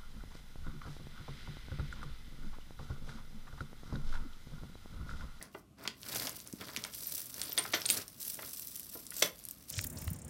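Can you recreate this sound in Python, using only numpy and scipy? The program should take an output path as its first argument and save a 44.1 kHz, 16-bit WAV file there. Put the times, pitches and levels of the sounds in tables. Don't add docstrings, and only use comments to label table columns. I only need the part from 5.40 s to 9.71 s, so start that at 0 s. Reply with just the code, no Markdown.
import sys
import numpy as np
from scipy import signal
from scipy.fft import rfft, irfft, next_fast_len
from scipy.io import wavfile
from scipy.ndimage import uniform_filter1d, map_coordinates

SR = 44100
rng = np.random.default_rng(int(sys.argv[2]) if len(sys.argv) > 2 else 0)


def persist_wave(psi):
    counts = np.round(np.clip(psi, -1, 1) * 32767).astype(np.int16)
    wavfile.write(sys.argv[1], SR, np.atleast_2d(counts).T)


N = 190159
TOP_HZ = 16000


def rustle(gains, falter_db=0.8, clump_db=3.5):
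    links_gain, beads_gain, drag_gain = gains * amp(falter_db * wobble(knots_per_s=25))
    clumps = amp(clump_db * wobble(knots_per_s=220))
    links = links_gain * chain_links(clumps)
    beads = amp(-2) * beads_gain * tumbling_beads(clumps)
    drag = drag_gain * cloth_drag()
    return in_room(links + beads + drag, wet_db=-11)


# start, rise, hold and fall in seconds, strength in dB,
# lift from 0 (dragging on the cloth) to 1 (dangling).
HAND_MOVES = [(0.0, 0.0085, 0.028, 0.088, -58, 0), (0.107, 0.021, 0.053, 0.05, -69.5, 0.59),
              (0.369, .015, 0.071, .05, -60.5, 0), (0.404, 0.026, .03, .04, -54, 0.08),
              (0.612, 0.057, 0.025, .1, -51, 0.4), (0.658, 0.068, 0.16, 0.066, -44, 0.44),
              (0.9, 0.015, 0.067, .1, -57, 0.55), (1.032, .02, .03, 0.13, -65, 0),
              (1.18, 0.032, 0.024, 0.067, -49.5, 0.14), (1.254, 0.018, 0.21, .1, -54.5, 0.26),
              (1.504, 0.047, 0.11, 0.2, -54, 0.82), (1.616, 0.11, 0.074, 0.28, -52, 0.83),
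              (1.905, 0.078, 0.4, .15, -50.5, 0.47), (2.317, 0.049, 0.15, .1, -52.5, 0.3),
              (2.465, 0.033, 0.073, 0.057, -44, 0.65), (2.545, .02, 0.047, 0.027, -46.5, 0.28),
              (2.753, 0.067, 0.048, 0.39, -54, 0.95), (2.94, 0.032, 0.082, 0.085, -59, 0),
              (3.019, 0.052, 0.31, 0.58, -61.5, 1), (3.496, 0.021, 0.087, .08, -63.5, 0.82),
              (3.706, 0.065, 0.072, 0.06, -51.5, 0.84), (3.804, 0.018, 0.037, 0.052, -46.5, 0.22),
              (4.267, 0.051, .03, .05, -51, 0.81)]


def handling(swell_db=20, sag_db_per_s=6.5):
    t, power = np.arange(N) / SR, np.zeros((3, N))
    grip = (0.5, 0.12, N / SR, 0.12, -64, 0.58)
    moves = [(move, sag_db_per_s) for move in HAND_MOVES] + [(grip, 0)]
    for (start_s, rise_s, hold_s, fall_s, db, lift), sag in moves:
        held_s = t - start_s - rise_s
        ramp = np.minimum(held_s / rise_s, (hold_s - held_s) / fall_s)
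        shape_db = swell_db * np.minimum(ramp, 0) - sag * np.clip(held_s, 0, hold_s)
        links_db, drag_db = -10 + 24 * lift, 2 - 14.5 * lift
        power += np.outer(amp([links_db, 0, drag_db]), amp(db + np.maximum(shape_db, -100))) ** 2
    return np.sqrt(power)


# frequency in Hz, relative gain in dB.
LINK_SPECTRUM = [(1500, -26.5), (3500, -3.5), (6000, 1.5), (6700, -10.5), (9000, -8.5), (12600, -3),
                 (14000, -3.5), (16000, 1)]


def chain_links(clumps, shimmer_hz=12600, shimmer_db=-3):
    swarm = contacts(per_s=3200, centre_hz=10500, log_spread=0.36, t60_cycles=18.6, size_db=2.5)
    links = colour(swarm, LINK_SPECTRUM) * clumps
    return unit(links + amp(shimmer_db) * resonate(links, shimmer_hz, width_hz=250))


# frequency in Hz, relative gain in dB.
BEAD_SPECTRUM = [(600, -3), (1500, -9.5), (2500, -5), (3500, 0), (5000, 7.5), (5900, 2.5), (6600, 0),
                 (12000, -3)]


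def tumbling_beads(clumps):
    swarm = contacts(per_s=2200, centre_hz=4000, log_spread=0.87, t60_cycles=12, size_db=2.5)
    return unit(colour(swarm, BEAD_SPECTRUM) * clumps)


# frequency in Hz, relative gain in dB.
CLOTH_SPECTRUM = [(40, -42), (100, 1), (250, -2), (400, -3), (620, -1.5), (850, -4), (1300, 3), (2300, 1.5),
                  (6000, -20)]


def cloth_drag():
    swarm = contacts(per_s=1100, centre_hz=900, log_spread=1.12, t60_cycles=1.85, size_db=3.5)
    return unit(colour(swarm, CLOTH_SPECTRUM))


def contacts(per_s, centre_hz, log_spread, t60_cycles, size_db):
    when, pitch, size = rng.random((int(per_s * N / SR), 3)).T
    hz = np.minimum(centre_hz * np.exp(log_spread * (2 * pitch - 1)), TOP_HZ)[:, None]
    k = np.arange(SR // 250)
    strength = amp(size_db * np.minimum(-np.log(1 - size), 4))
    rings = strength[:, None] * np.sin(2 * np.pi * hz * k / SR) * fade(k / SR, t60_cycles / hz)
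    positions = (when * N).astype(int)[:, None] + k
    swarm = np.bincount(positions.ravel(), rings.ravel(), N)[:N]
    local_power = np.abs(uniform_filter1d(swarm ** 2, SR // 12))
    return swarm / np.sqrt(local_power + 1e-9)


# start in seconds, level in dB, band centre in Hz.
BEAD_CLICKS = [(.0264, -37, 8950), (.0302, -46.5, 8600), (.4386, -45, 12400), (.4764, -25, 4260),
               (.6165, -46, 8600), (.6318, -38.5, 4800), (.7581, -31, 5250), (.871, -29, 4740),
               (.8943, -31.5, 10500), (.9652, -38, 13400), (1.0023, -40, 6360), (1.0745, -38.5, 8350),
               (1.1273, -38, 7300), (1.285, -41.5, 3500), (1.3636, -27, 3740), (1.3716, -30.5, 5070),
               (1.4395, -29, 4630), (1.4489, -36, 8060), (1.5382, -39, 5000), (1.9424, -34.5, 8300),
               (2.0164, -25, 6530), (2.1215, -32.5, 5060), (2.1778, -22, 4300), (2.4178, -31, 4900),
               (2.4557, -26.5, 3950), (2.4598, -27.5, 5810), (2.4904, -25, 4440), (2.5011, -17, 6430),
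               (2.6805, -37.5, 8000), (2.9443, -34.5, 10300), (3.1963, -32, 11500), (3.363, -35, 11500),
               (3.397, -33, 11700), (3.6671, -37, 8800), (3.7061, -33, 10500), (3.7663, -32.5, 10500),
               (3.829, -23.5, 7500), (3.991, -43, 10400), (4.0394, -42, 8600), (4.0523, -33.5, 10000),
               (4.0872, -33.5, 12500), (4.1107, -32, 11850), (4.3021, -31, 9500)]


def bead_clicks(links_gain, chatter_db=-21, ring_db=-3, band_ratio=1.42):
    out, t = np.zeros(N), np.arange(SR // 4) / SR
    contact, chatter = fade(t, t60_s=0.004), fade(t, t60_s=0.04)
    for start_s, db, hz in BEAD_CLICKS + stray_clicks(links_gain):
        crack = rng.standard_normal(len(t)) * (contact + amp(chatter_db) * chatter)
        large_bead = np.sin(2 * np.pi * hz * 0.67 * t)
        small_bead = np.sin(2 * np.pi * hz * 1.122 * t)
        ring = amp(ring_db) * (large_bead + small_bead) * contact
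        snap = band(crack + ring, hz / band_ratio, hz * band_ratio, order=1)
        snap = band(snap, 1080, TOP_HZ, order=2)
        snap /= np.sqrt(np.sum(snap[:SR // 500] ** 2) / (SR // 1000))
        add(out, start_s, in_room(amp(db) * snap, wet_db=-9))
    return out


def stray_clicks(links_gain, per_s=17, over_db=7, spread_db=1, centre_hz=10000):
    count = int(per_s * N / SR)
    when, size, pitch = rng.random((count, 3)).T
    onsets = ((np.arange(count) + when) / count * N).astype(int)
    level_db = 20 * np.log10(links_gain[onsets]) + over_db + spread_db * (2 * size - 1)
    return list(zip(onsets / SR, level_db, centre_hz * 2 ** (pitch - 0.5)))


# frequency in Hz, width in Hz, gain in dB.
PENDANT_MODES = [(342, 180, -4.5), (434.5, 24, 1.5), (637, 130, -6), (1016, 12, 1.5), (1394, 130, -5),
                 (1500, 15, 2), (2026, 230, -0.5), (2740, 130, 0), (3470, 590, 0), (3840, 360, 4.5),
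                 (4230, 860, -3.5), (5300, 110, 2.5), (5900, 220, 2)]
# start in
# seconds, level in dB, low band edge in Hz (heavier is lower), high band edge in Hz, rattle t60 in seconds.
KNOCK_HITS = [(0.013, -47, 900, 2230, 0.013), (.148, -42, 198, 1090, 0.019),
              (0.452, -43.5, 900, 2200, 0.025), (.477, -36, 350, 4000, 0.013),
              (.758, -41, 300, 2010, 0.025), (0.874, -41, 500, 2180, 0.01),
              (1.211, -46.5, 815, 2770, 0.043), (1.29, -47, 700, 1590, 0.028),
              (1.372, -44.5, 600, 2600, 0.0091), (1.448, -39.5, 700, 2430, 0.011),
              (2.1774, -31, 516, 4730, 0.063), (2.189, -38.5, 217, 2240, 0.06),
              (2.251, -39.5, 500, 1680, 0.021), (2.335, -31, 249, 4000, 0.047),
              (2.339, -28, 241, 5200, 0.086), (2.5005, -28, 2320, 5000, .006),
              (2.99, -42.5, 303, 1820, 0.021), (3.029, -44.5, 402, 2040, 0.018),
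              (3.552, -48, 140, 660, 0.03), (3.718, -50.5, 1160, 2530, 0.021),
              (3.823, -19.5, 384, 7600, 0.019)]


def knocks(crack_db=-6, strike_db=-1):
    out, t = np.zeros(N), np.arange(SR // 2) / SR
    for start_s, db, low_hz, high_hz, t60_s in KNOCK_HITS:
        rattle = rng.standard_normal(len(t)) * fade(t, t60_s) * (1 - np.exp(-t / 0.0016))
        force = rattle + amp(strike_db) * np.linalg.norm(rattle) * (t == 0)
        ring = sum((-1) ** k * amp(mode_db) * resonate(force, hz, width_hz)
                   for k, (hz, width_hz, mode_db) in enumerate(PENDANT_MODES))
        blow = band(amp(crack_db) * rattle + ring, low_hz, high_hz, order=2)
        blow /= np.sqrt(np.mean(blow[:SR // 250] ** 2))
        add(out, start_s, in_room(amp(db) * blow, wet_db=-7))
    return out


# start in seconds, level in dB, pitch in Hz, t60 in seconds.
METAL_PINGS = [(0.144, -53, 2790, 0.062), (1.670, -26.5, 13950, .025), (2.036, -32, 9580, 0.032),
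               (2.094, -33, 14000, 0.031), (2.128, -26.5, 14000, 0.031), (2.185, -20.5, 8880, 0.055),
               (2.186, -32, 10070, 0.056), (2.223, -39, 8830, 0.068), (2.346, -36, 12760, 0.16),
               (2.407, -41, 12700, 0.068), (2.461, -22.5, 8850, 0.03), (2.503, -23, 8780, 0.09),
               (2.507, -23, 14200, 0.028), (2.521, -30.5, 11150, 0.12), (3.540, -40.5, 12300, 0.11),
               (3.826, -54, 3470, 0.54), (3.837, -43, 12620, 0.21)]


def metal_pings(tremble=0.32):
    out, t = np.zeros(N), np.arange(SR // 3) / SR
    for start_s, db, hz, t60_s in METAL_PINGS:
        flutter, phase_rad = [tremble * unit(band(noise, 40, 350, order=1))
                              for noise in rng.standard_normal((2, len(t)))]
        ring = (1 + flutter) * np.sin(2 * np.pi * hz * t + phase_rad) * fade(t, t60_s)
        add(out, start_s, in_room(amp(db) * ring, wet_db=-13))
    return out


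# start in seconds, level in dB.
TABLE_THUMPS = [(0.478, -43), (0.833, -45), (1.136, -31), (1.375, -37), (2.522, -42), (3.824, -37.5)]


def table_thumps(lower_hz=232, upper_hz=300, upper_db=-7, t60_s=0.048):
    out, t = np.zeros(N), np.arange(SR // 3) / SR
    board = np.sin(2 * np.pi * lower_hz * t) + amp(upper_db) * np.sin(2 * np.pi * upper_hz * t)
    thump = board * fade(t, t60_s) * (1 - np.exp(-t / 0.0011))
    for start_s, db in TABLE_THUMPS:
        add(out, start_s, in_room(amp(db) * thump, wet_db=-13))
    return out


# frequency in Hz, t60 in seconds.
ROOM_DECAY = [(150, 0.47), (400, 0.26), (1000, 0.26), (3000, 0.22), (7000, 0.19), (15000, 0.17)]


def in_room(x, wet_db, build_s=0.0014):
    hz, frame_s, noise = signal.stft(rng.standard_normal(SR // 2), SR, nperseg=256)
    decay = fade(frame_s, along(ROOM_DECAY, hz)[:, None])
    tail = signal.istft(noise * decay, SR, nperseg=256)[1]
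    tail *= 1 - np.exp(-(np.arange(len(tail)) / SR / build_s) ** 2)
    return x + amp(wet_db) * signal.fftconvolve(x, tail / np.linalg.norm(tail))[:len(x)]


# frequency in Hz, relative gain in dB.
AIR_SPECTRUM = [(15, -45), (25, 1), (70, 0.5), (236, -0.5), (560, -18), (677, -13), (936, -33), (1070, -13),
                (1740, -32), (2690, -25.5), (3820, -29.5), (11300, -32.5), (14400, -36), (16000, -66)]


def room_tone(level_db=-62):
    shape = amp(along(AIR_SPECTRUM, np.fft.rfftfreq(N, 1 / SR)))
    return amp(level_db) * unit(irfft(rfft(rng.standard_normal(N)) * shape, N))


def amp(db):
    return 10 ** (np.asarray(db) / 20)


def unit(x):
    return x / np.sqrt(np.mean(x ** 2) + 1e-20)


def along(points, hz):
    knots_hz, values = np.transpose(points)
    return np.interp(np.log(hz + 1), np.log(knots_hz), values)


def colour(x, spectrum, size=2048):
    cepstrum = irfft(np.log(amp(along(spectrum, np.fft.rfftfreq(size, 1 / SR)))))
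    cepstrum[1:size // 2] *= 2
    cepstrum[size // 2 + 1:] = 0
    return signal.fftconvolve(x, irfft(np.exp(rfft(cepstrum))))[:len(x)]


def band(x, low_hz, high_hz, order):
    high_hz = min(high_hz, SR * 0.47)
    edges_hz = [min(low_hz, high_hz / 2), high_hz]
    return signal.sosfilt(signal.butter(order, edges_hz, "band", fs=SR, output="sos"), x)


def resonate(x, hz, width_hz):
    return signal.lfilter(*signal.iirpeak(hz, hz / width_hz, fs=SR), x)


def fade(t, t60_s):
    return np.exp(-np.log(1000) * t / t60_s)


def wobble(knots_per_s):
    knots = rng.standard_normal(int(N * knots_per_s / SR) + 4)
    return map_coordinates(knots, [np.arange(N) * knots_per_s / SR])


def add(track, start_s, sound):
    start = max(round(start_s * SR), 0)
    track[start:start + len(sound)] += sound[:max(N - start, 0)]


def scene():
    gains = handling()
    hits = knocks() + metal_pings() + table_thumps() + bead_clicks(links_gain=gains[0])
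    return (hits + rustle(gains) + room_tone())[None]


def record(dry, low_cut_hz=43):
    size = next_fast_len(N + SR // 4)
    hz = np.fft.rfftfreq(size, 1 / SR)
    low_cut = 1 / np.sqrt(1 + (low_cut_hz / (hz + 1)) ** 16)
    return irfft(rfft(dry, size) * low_cut * (hz < TOP_HZ), size)[:, :N]


dry = scene()
out = record(dry)
persist_wave(out)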